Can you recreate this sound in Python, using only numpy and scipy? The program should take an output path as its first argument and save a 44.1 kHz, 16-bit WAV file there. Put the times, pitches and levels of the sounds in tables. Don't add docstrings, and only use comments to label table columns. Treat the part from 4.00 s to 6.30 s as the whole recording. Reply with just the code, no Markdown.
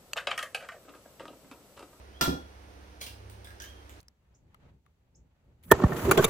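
import sys
import numpy as np
from scipy import signal
from scipy.fft import rfft, irfft, next_fast_len
from scipy.io import wavfile
from scipy.ndimage import map_coordinates

SR = 44100
rng = np.random.default_rng(int(sys.argv[2]) if len(sys.argv) > 2 else 0)


def how_loud(loudness_db):
    steps = np.asarray(loudness_db, float) / 20
    return 10 ** steps


def master_out(mix):
    frames = np.transpose(np.atleast_2d(mix))
    ceiling = np.clip(frames, -1, 1)
    pcm = np.round(ceiling * 32767).astype(np.int16)
    wavfile.write(sys.argv[1], SR, pcm)


N = 101341


def unit(x):
    return x / np.sqrt(np.mean(x ** 2) + 1e-20)


def along(points, hz):
    f, v = np.transpose(points)
    return np.interp(np.log(hz + 1), np.log(f + 1), v)


def curves(rows):
    s, *cols = np.transpose(rows)
    return [np.interp(np.arange(N) / SR, s, c, left=-140) for c in cols]


def wobble(rate):
    knots = rng.standard_normal(int(N * rate / SR) + 4)
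    return map_coordinates(knots, [np.arange(N) * rate / SR])


def filtered(x, response):
    m = next_fast_len(x.shape[-1] + 8192)
    spectrum = rfft(x, m) * response(np.fft.rfftfreq(m, 1 / SR))
    return irfft(spectrum, m)[..., :x.shape[-1]]


def ringing(peaks):
    def response(f):
        total = 0
        for k, (c, w, db) in enumerate(peaks):
            total = total + (-1) ** k * how_loud(db) * 1j * f * w / (c * c - f * f + 1j * f * w)
        return total
    return response


# frequency in Hz, likeness from -1 to 1.
ALIKE = [(60, 1), (240, 0.85), (950, 0.16), (3770, -0.16), (15000, 0.33)]


def spread(pair, response, alike=ALIKE):
    def mid_side(hz):
        turn = np.arccos(np.clip(along(alike, hz), -1, 1)) / 2
        return response(hz) * [np.cos(turn), np.sin(turn)]
    mid, side = filtered(pair, mid_side)
    return unit(np.array([mid + side, mid - side]))


def rush(spectrum, lumpy_db, rate):
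    noise = rng.standard_normal((2, N)) * how_loud(lumpy_db * wobble(rate))
    return spread(noise, lambda hz: how_loud(along(spectrum, hz)))


def add(track, s, x):
    part = track[..., round(s * SR):][..., :x.shape[-1]]
    part += x[..., :part.shape[-1]]


# time in seconds, rumble in dB, cloth rustle in dB.
AIR = [(0.0, -69, -67), (0.142, -65.5, -78), (0.358, -65.5, -71), (0.402, -61.5, -77.5),
       (0.558, -61.5, -67.5), (0.59, -55, -75), (0.606, -64, -63.5), (0.666, -52, -61.5),
       (0.842, -67.5, -87.5), (0.86, -62, -72.5), (0.97, -64.5, -78.5), (1.032, -66.5, -76.5),
       (1.07, -63, -75), (1.126, -65.5, -78.5), (1.21, -67, -78), (1.4, -61.5, -73.5), (1.624, -60, -74.5),
       (1.7, -51, -81)]
# frequency in Hz, density in dB per Hz.
RUMBLE = [(12, -47), (20, -31), (61, -0.5), (156, -13), (287, -23), (448, -24.5), (586, -28), (700, -37),
          (910, -31), (1540, -120)]
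RUSTLE = [(180, 1), (300, -6.5), (366, -13), (523, -9), (735, -8.5), (2680, -18), (9000, -37.5),
          (13000, -41), (19800, -120)]
HISS = [(1200, -3), (2000, 0), (4200, -2.5), (7500, -4.5), (11000, -8.5), (15500, -5.5), (16700, -14),
        (17500, -60)]


def room():
    rumble_db, rustle_db = [np.where(c < -130, c.max(), c) for c in curves(AIR)]
    rumble = how_loud(rumble_db) * rush(RUMBLE, 3.94, 14.6)
    rustle = how_loud(rustle_db) * rush(RUSTLE, 1.2, 60.4)
    return rumble + rustle + how_loud(-85.5) * rush(HISS, 0.81, 7.5)


# start in seconds, level in dB.
CHIRPS = [
    (0.341, -67),
    (1.146, -63.5),
]


def bird():
    low_hz, high_hz, length_s, echo_t60 = 4600, 8100, .015, 0.16
    out, t = np.zeros((2, N)), np.arange(round(length_s * SR)) / SR
    u, late = t / length_s, np.arange(SR // 8) / SR
    hz = low_hz + (high_hz - low_hz) * u ** 0.91
    call = np.sin(np.pi * u) * np.sin(2 * np.pi * np.cumsum(hz) / SR)
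    for s, db in CHIRPS:
        echo = 0.084 * rng.standard_normal((2, len(late))) * how_loud(-60 * late / echo_t60)
        echo[:, 0] = 0.45
        add(out, s, how_loud(db) * signal.fftconvolve(call[None], echo, axes=1))
    return out


TICK_S = [.003, .012, .03, .083, .545, .864]
# level in dB, ring in Hz, width in Hz, t60 in seconds.
TICKS = [
    (-59.5, 4700, 2100, 0.027),
    (-67, 11000, 3300, .012),
    (-70.5, 4300, 14000, 0.0078),
    (-55.5, 5300, 840, 0.012),
    (-57, 1220, 120, 0.016),
    (-67.5, 1160, 91, 0.0051),
]
# frequency in Hz, width in Hz, level in dB.
TICK_BODY = [(1940, 460, -9), (4700, 1500, -25)]


def ticks():
    crack_db = -36.5
    out, t = np.zeros((2, N)), np.arange(SR // 10) / SR
    shell = ringing(TICK_BODY)
    for s, (db, hz, width, t60) in zip(TICK_S, TICKS):
        pair = rng.standard_normal((2, len(t))) * how_loud(-60 * t / t60)
        ring = ringing([(hz, width, 0)])

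        def response(f):
            return ring(f) + np.sqrt(width / 1500) * shell(f) + how_loud(crack_db) * (f > 400)
        add(out, s, how_loud(db - 9) * spread(pair, response))
    return out


# start in seconds, peak in dB, first Hz, last Hz, length in
# seconds.
THUMPS = [
    (1.719, -21.5, 288, 46.3, 0.028),
    (1.837, -9.5, 370, 36, 0.027),
    (1.915, -28.5, 200, 135, 0.035),
    (2.04, -28.5, 142, 59.5, 0.054),
    (2.176, -22.5, 218, 131.8, 0.036),
    (2.245, -22.5, 240, 124, 0.013),
    (2.092, -23.5, 155, 81.5, 0.017),
]


def thumps():
    fall_s, rise_s = .009, .0012
    out, t = np.zeros(N), np.arange(SR // 8) / SR
    for s, db, first_hz, last_hz, length in THUMPS:
        hz = last_hz + (first_hz - last_hz) * np.exp(-t / fall_s)
        shape = (1 - np.exp(-t / rise_s)) * np.exp(-(t / (0.92 * length)) ** 3)
        add(out, s, how_loud(db) * shape * np.sin(2 * np.pi * np.cumsum(hz) / SR))
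    return out


def swells(rows, skew):
    out = np.zeros(N)
    for start, end, hz, db in rows:
        t = np.arange(round((end - start) * SR)) / SR
        shape = np.sin(np.pi * (t / t[-1]) ** skew)
        add(out, start, how_loud(db) * shape * np.sin(2 * np.pi * hz * t))
    return out


# start in seconds, end in seconds, pitch in Hz, peak in dB.
RINGS = [(1.71, 1.743, 1812, -24.5), (1.718, 1.728, 958, -14), (1.713, 1.72, 1236, -15),
         (1.718, 1.731, 334, -12.5), (1.792, 1.817, 392.5, -24.5), (1.828, 1.855, 1800, -34),
         (1.901, 1.946, 389.6, -35.5), (1.96, 1.995, 380.5, -39.5), (2.044, 2.083, 364, -32),
         (2.076, 2.11, 380.7, -18), (2.11, 2.118, 1291, -17), (2.113, 2.127, 397, -22.5),
         (2.139, 2.155, 415, -25), (2.17, 2.192, 413, -16), (2.191, 2.221, 382, -15),
         (2.18, 2.208, 1530, -24), (2.243, 2.252, 3660, -22), (2.241, 2.256, 10800, -24.5),
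         (2.242, 2.258, 425.5, -15), (2.265, 2.29, 1150, -39), (2.291, 2.316, 365, -25.5)]


def rings():
    return swells(RINGS, 0.93)


# start in seconds, end in seconds, pitch in Hz, peak in dB.
WHINE = [
    (1.64, 1.71, 174, -45),
    (1.635, 1.68, 240, -53),
    (1.701, 1.716, 1814, -22.5),
]


def whine():
    return swells(WHINE, 2.7)


# time in seconds, flame in dB, jet in dB.
SIZZLE = [(1.628, -78, -73), (1.636, -89, -58.5), (1.7, -71.5, -55), (1.73, -53, -89), (1.765, -58, -59),
          (1.87, -60, -56), (1.96, -55.5, -48.5), (2.01, -50.5, -42), (2.055, -49.5, -42.5),
          (2.098, -50, -45.5), (2.104, -60, -73), (2.13, -46, -47), (2.166, -54.5, -49), (2.2, -50, -43),
          (2.235, -46, -41), (2.265, -46.5, -52), (2.298, -52, -37)]
# frequency in Hz, density in dB per Hz.
FLAME = [(350, -34), (600, -11.5), (1230, -5), (1740, -5.5), (3550, -14), (4310, -17.5), (7680, -14.5),
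         (9000, -39), (11700, -68), (19800, -120)]
JET = [(5290, -53), (9000, 8.5), (10200, -1), (13600, 5), (15400, 4), (16300, -25), (16600, -69)]
# time in seconds, shake in dB.
SHAKE = [(1.63, -86), (1.698, -56.5), (1.735, -29), (1.765, -37.5), (1.788, -38.5), (1.8, -40.5),
         (1.826, -26.5), (1.876, -35.5), (1.92, -32), (2.0, -36.5), (2.06, -29), (2.092, -27),
         (2.13, -28.5), (2.158, -30.5), (2.195, -21), (2.212, -27.5), (2.275, -38), (2.298, -27)]
# frequency in Hz, width in Hz, level in dB.
PANEL = [(374.6, 29.4, 0.5), (474, 32.6, -0.5), (302, 245, -9), (127, 104.5, -2), (589, 92, -7),
         (1100, 417, -11.5)]
# frequency in Hz, left-right likeness.
SNAP_ALIKE = [(100, 1), (500, 0.87), (1500, 0.65), (4000, 0.067), (10000, 0.82)]


def arc():
    flame_db, jet_db = curves(SIZZLE)
    shake_db, = curves(SHAKE)
    shaking = rng.standard_normal((2, N)) * how_loud(2.1 * wobble(150))
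    tremble = spread(shaking, ringing(PANEL), SNAP_ALIKE)
    flame = how_loud(flame_db + 10.0) * rush(FLAME, 2.75, 120)
    return flame + how_loud(jet_db) * rush(JET, 1.7, 53) + how_loud(shake_db) * tremble


# start in seconds, burst length in seconds, spark in dB, case knock in dB,
# brightness in dB per octave.
SNAPS = [(1.6362, 0.021, -63, -73, -8.5), (1.7134, 0.013, -21, -10, -4), (1.718, 0.0035, -15.5, -10, -3.5),
         (1.7905, 0.0068, -58, -37.5, 1), (1.8367, 0.0071, -44, -23, -15.5), (1.919, 0.009, -56, -29.5, -1),
         (1.9674, 0.028, -46, -40, -8.5), (2.1114, 0.012, -25.5, -15.5, -4.5),
         (2.175, 0.0089, -23, -18, -10.5), (2.1841, 0.0152, -46, -21.5, -13),
         (2.226, 0.0064, -36.5, -29.5, -9.5), (2.2426, 0.012, -23, -19, -6.5),
         (1.7998, 0.0051, -54, -28, -4)]
# frequency in Hz, density in dB per Hz.
SPARK = [(900, -84), (2100, -5), (3650, -0.5), (5100, -5.5), (7300, 2), (11000, 6.5), (15300, 16.5),
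         (16900, -27)]
# frequency in Hz, width in Hz, level in dB.
CASE = [(358, 70, 10), (470, 220, -9), (607, 270, -2), (926, 156, 4.5), (1095, 150, 5), (1420, 144, 3.5),
        (1810, 27, 6), (2830, 2000, -20)]
POP_PARTS = [(334, 101, 1.5), (554, 214, -0.5), (910, 148, -1), (1270, 287, -5), (1800, 115, -6.5),
             (2400, 56, -16), (3240, 270, -33), (6100, 64, -45), (7700, 94, -40), (10800, 650, -18.5),
             (11200, 140, -41), (12000, 110, -47)]
SECOND_PARTS = [(365, 65, -1.5), (1150, 92, -1.5), (1440, 220, -5.5), (2320, 90, -8.5), (2710, 100, -18),
                (4642, 50, -10), (5870, 74, -38), (6900, 220, -16.5), (7700, 120, -21), (10000, 440, -16),
                (11800, 130, -42), (12500, 290, -19)]
THIRD_PARTS = [(382, 30, 1.5), (652, 38, -1.5), (1104, 45, -5), (1530, 46, -8.5), (3300, 110, -22),
               (3660, 13, -21), (4250, 40, -34), (6040, 32, -28), (6540, 37, -29), (7360, 38, -18.5)]
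LAST_PARTS = [(442, 51, 5.5), (1160, 280, -6), (2300, 73, -7.5), (2630, 58, -8.5), (3660, 76, -7),
              (4300, 86, -30), (6170, 150, -13.5), (7250, 220, -10), (8900, 120, -37), (10050, 200, -15),
              (10800, 120, -16), (12200, 390, -23)]
STRUCK = {1: POP_PARTS, 2: POP_PARTS, 7: SECOND_PARTS, 8: THIRD_PARTS, 9: THIRD_PARTS, 11: LAST_PARTS}


def spark_hail(count):
    sparks_per_s, scatter_db = 6000, 2
    draw, noise = rng.random((2, 2, count)), rng.standard_normal((2, count))
    strength = how_loud(-scatter_db * np.log(draw[1] + 1e-9))
    return (draw[0] < sparks_per_s / SR) * strength * np.sign(noise) + .4 * noise


def snaps():
    crack_fall_db, knock_fall_db = 11, 7
    tail_s, tail_db, tail_top_hz = .12, -22, 1800
    out, t = np.zeros((2, N)), np.arange(SR // 8) / SR
    for k, (s, length, spark_db, knock_db, tilt_db) in enumerate(SNAPS):
        hold = 1 / (1 + np.exp(np.clip((t - length) / .0005, -50, 50)))
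        hail = spark_hail(len(t))
        tail = filtered(hail * how_loud(tail_db - 60 * t / tail_s), lambda hz: 1 / (1 + 1j * hz / tail_top_hz) ** 2)
        blows = hail * hold * how_loud(-knock_fall_db * t / length) + tail
        parts = STRUCK.get(k, CASE)
        case = [(hz, w, db + vary) for (hz, w, db), vary in zip(parts, rng.normal(0, 1.5, 14))]

        def colour(hz):
            return how_loud(along(SPARK, hz) + tilt_db * np.log2((hz + 1) / 6000))
        crack = spread(hail * hold * how_loud(-crack_fall_db * t / length), colour, SNAP_ALIKE)
        knock = spread(blows, ringing(case), SNAP_ALIKE)
        add(out, s, np.sqrt(length / t[-1]) * (how_loud(spark_db) * crack + how_loud(knock_db) * knock))
    return out


# centre in Hz, half width in Hz, depth in dB.
NOTCHES = [(5250, 250, -7), (9000, 600, -45), (13500, 750, -45), (19500, 3450, -45)]


def dead_bands(x, share):
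    def response(hz):
        return how_loud(share * sum(db * np.exp(-((hz - c) / w) ** 8) for c, w, db in NOTCHES))
    return filtered(x, response)


# frequency in Hz, left over right in dB.
AMP_LEAN = [(60, -0.5), (350, -3), (700, -4.5), (1500, 0), (5000, 0), (12000, 0)]


def scene():
    loud_share = 0.2
    lag_s = .00002
    side = np.array([[.5], [-.5]])
    blasts = dead_bands(snaps() + thumps() + whine() + rings(), loud_share)
    failure = blasts + dead_bands(arc(), 0.85)

    def place(hz):
        return how_loud(along(AMP_LEAN, hz) * side) * np.exp(-2j * np.pi * hz * lag_s * side)
    placed = filtered(failure, place)
    return placed + dead_bands(room(), 0.71) + dead_bands(ticks(), loud_share) + bird()


def top_cut(x):
    return signal.sosfilt(signal.butter(12, 16820, fs=SR, output="sos"), x)


def record(dry):
    ceiling = .95
    mix = dry / (1 + np.abs(dry / ceiling) ** 6) ** (1 / 6)
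    return top_cut(mix)


dry = scene()
out = record(dry)
master_out(out)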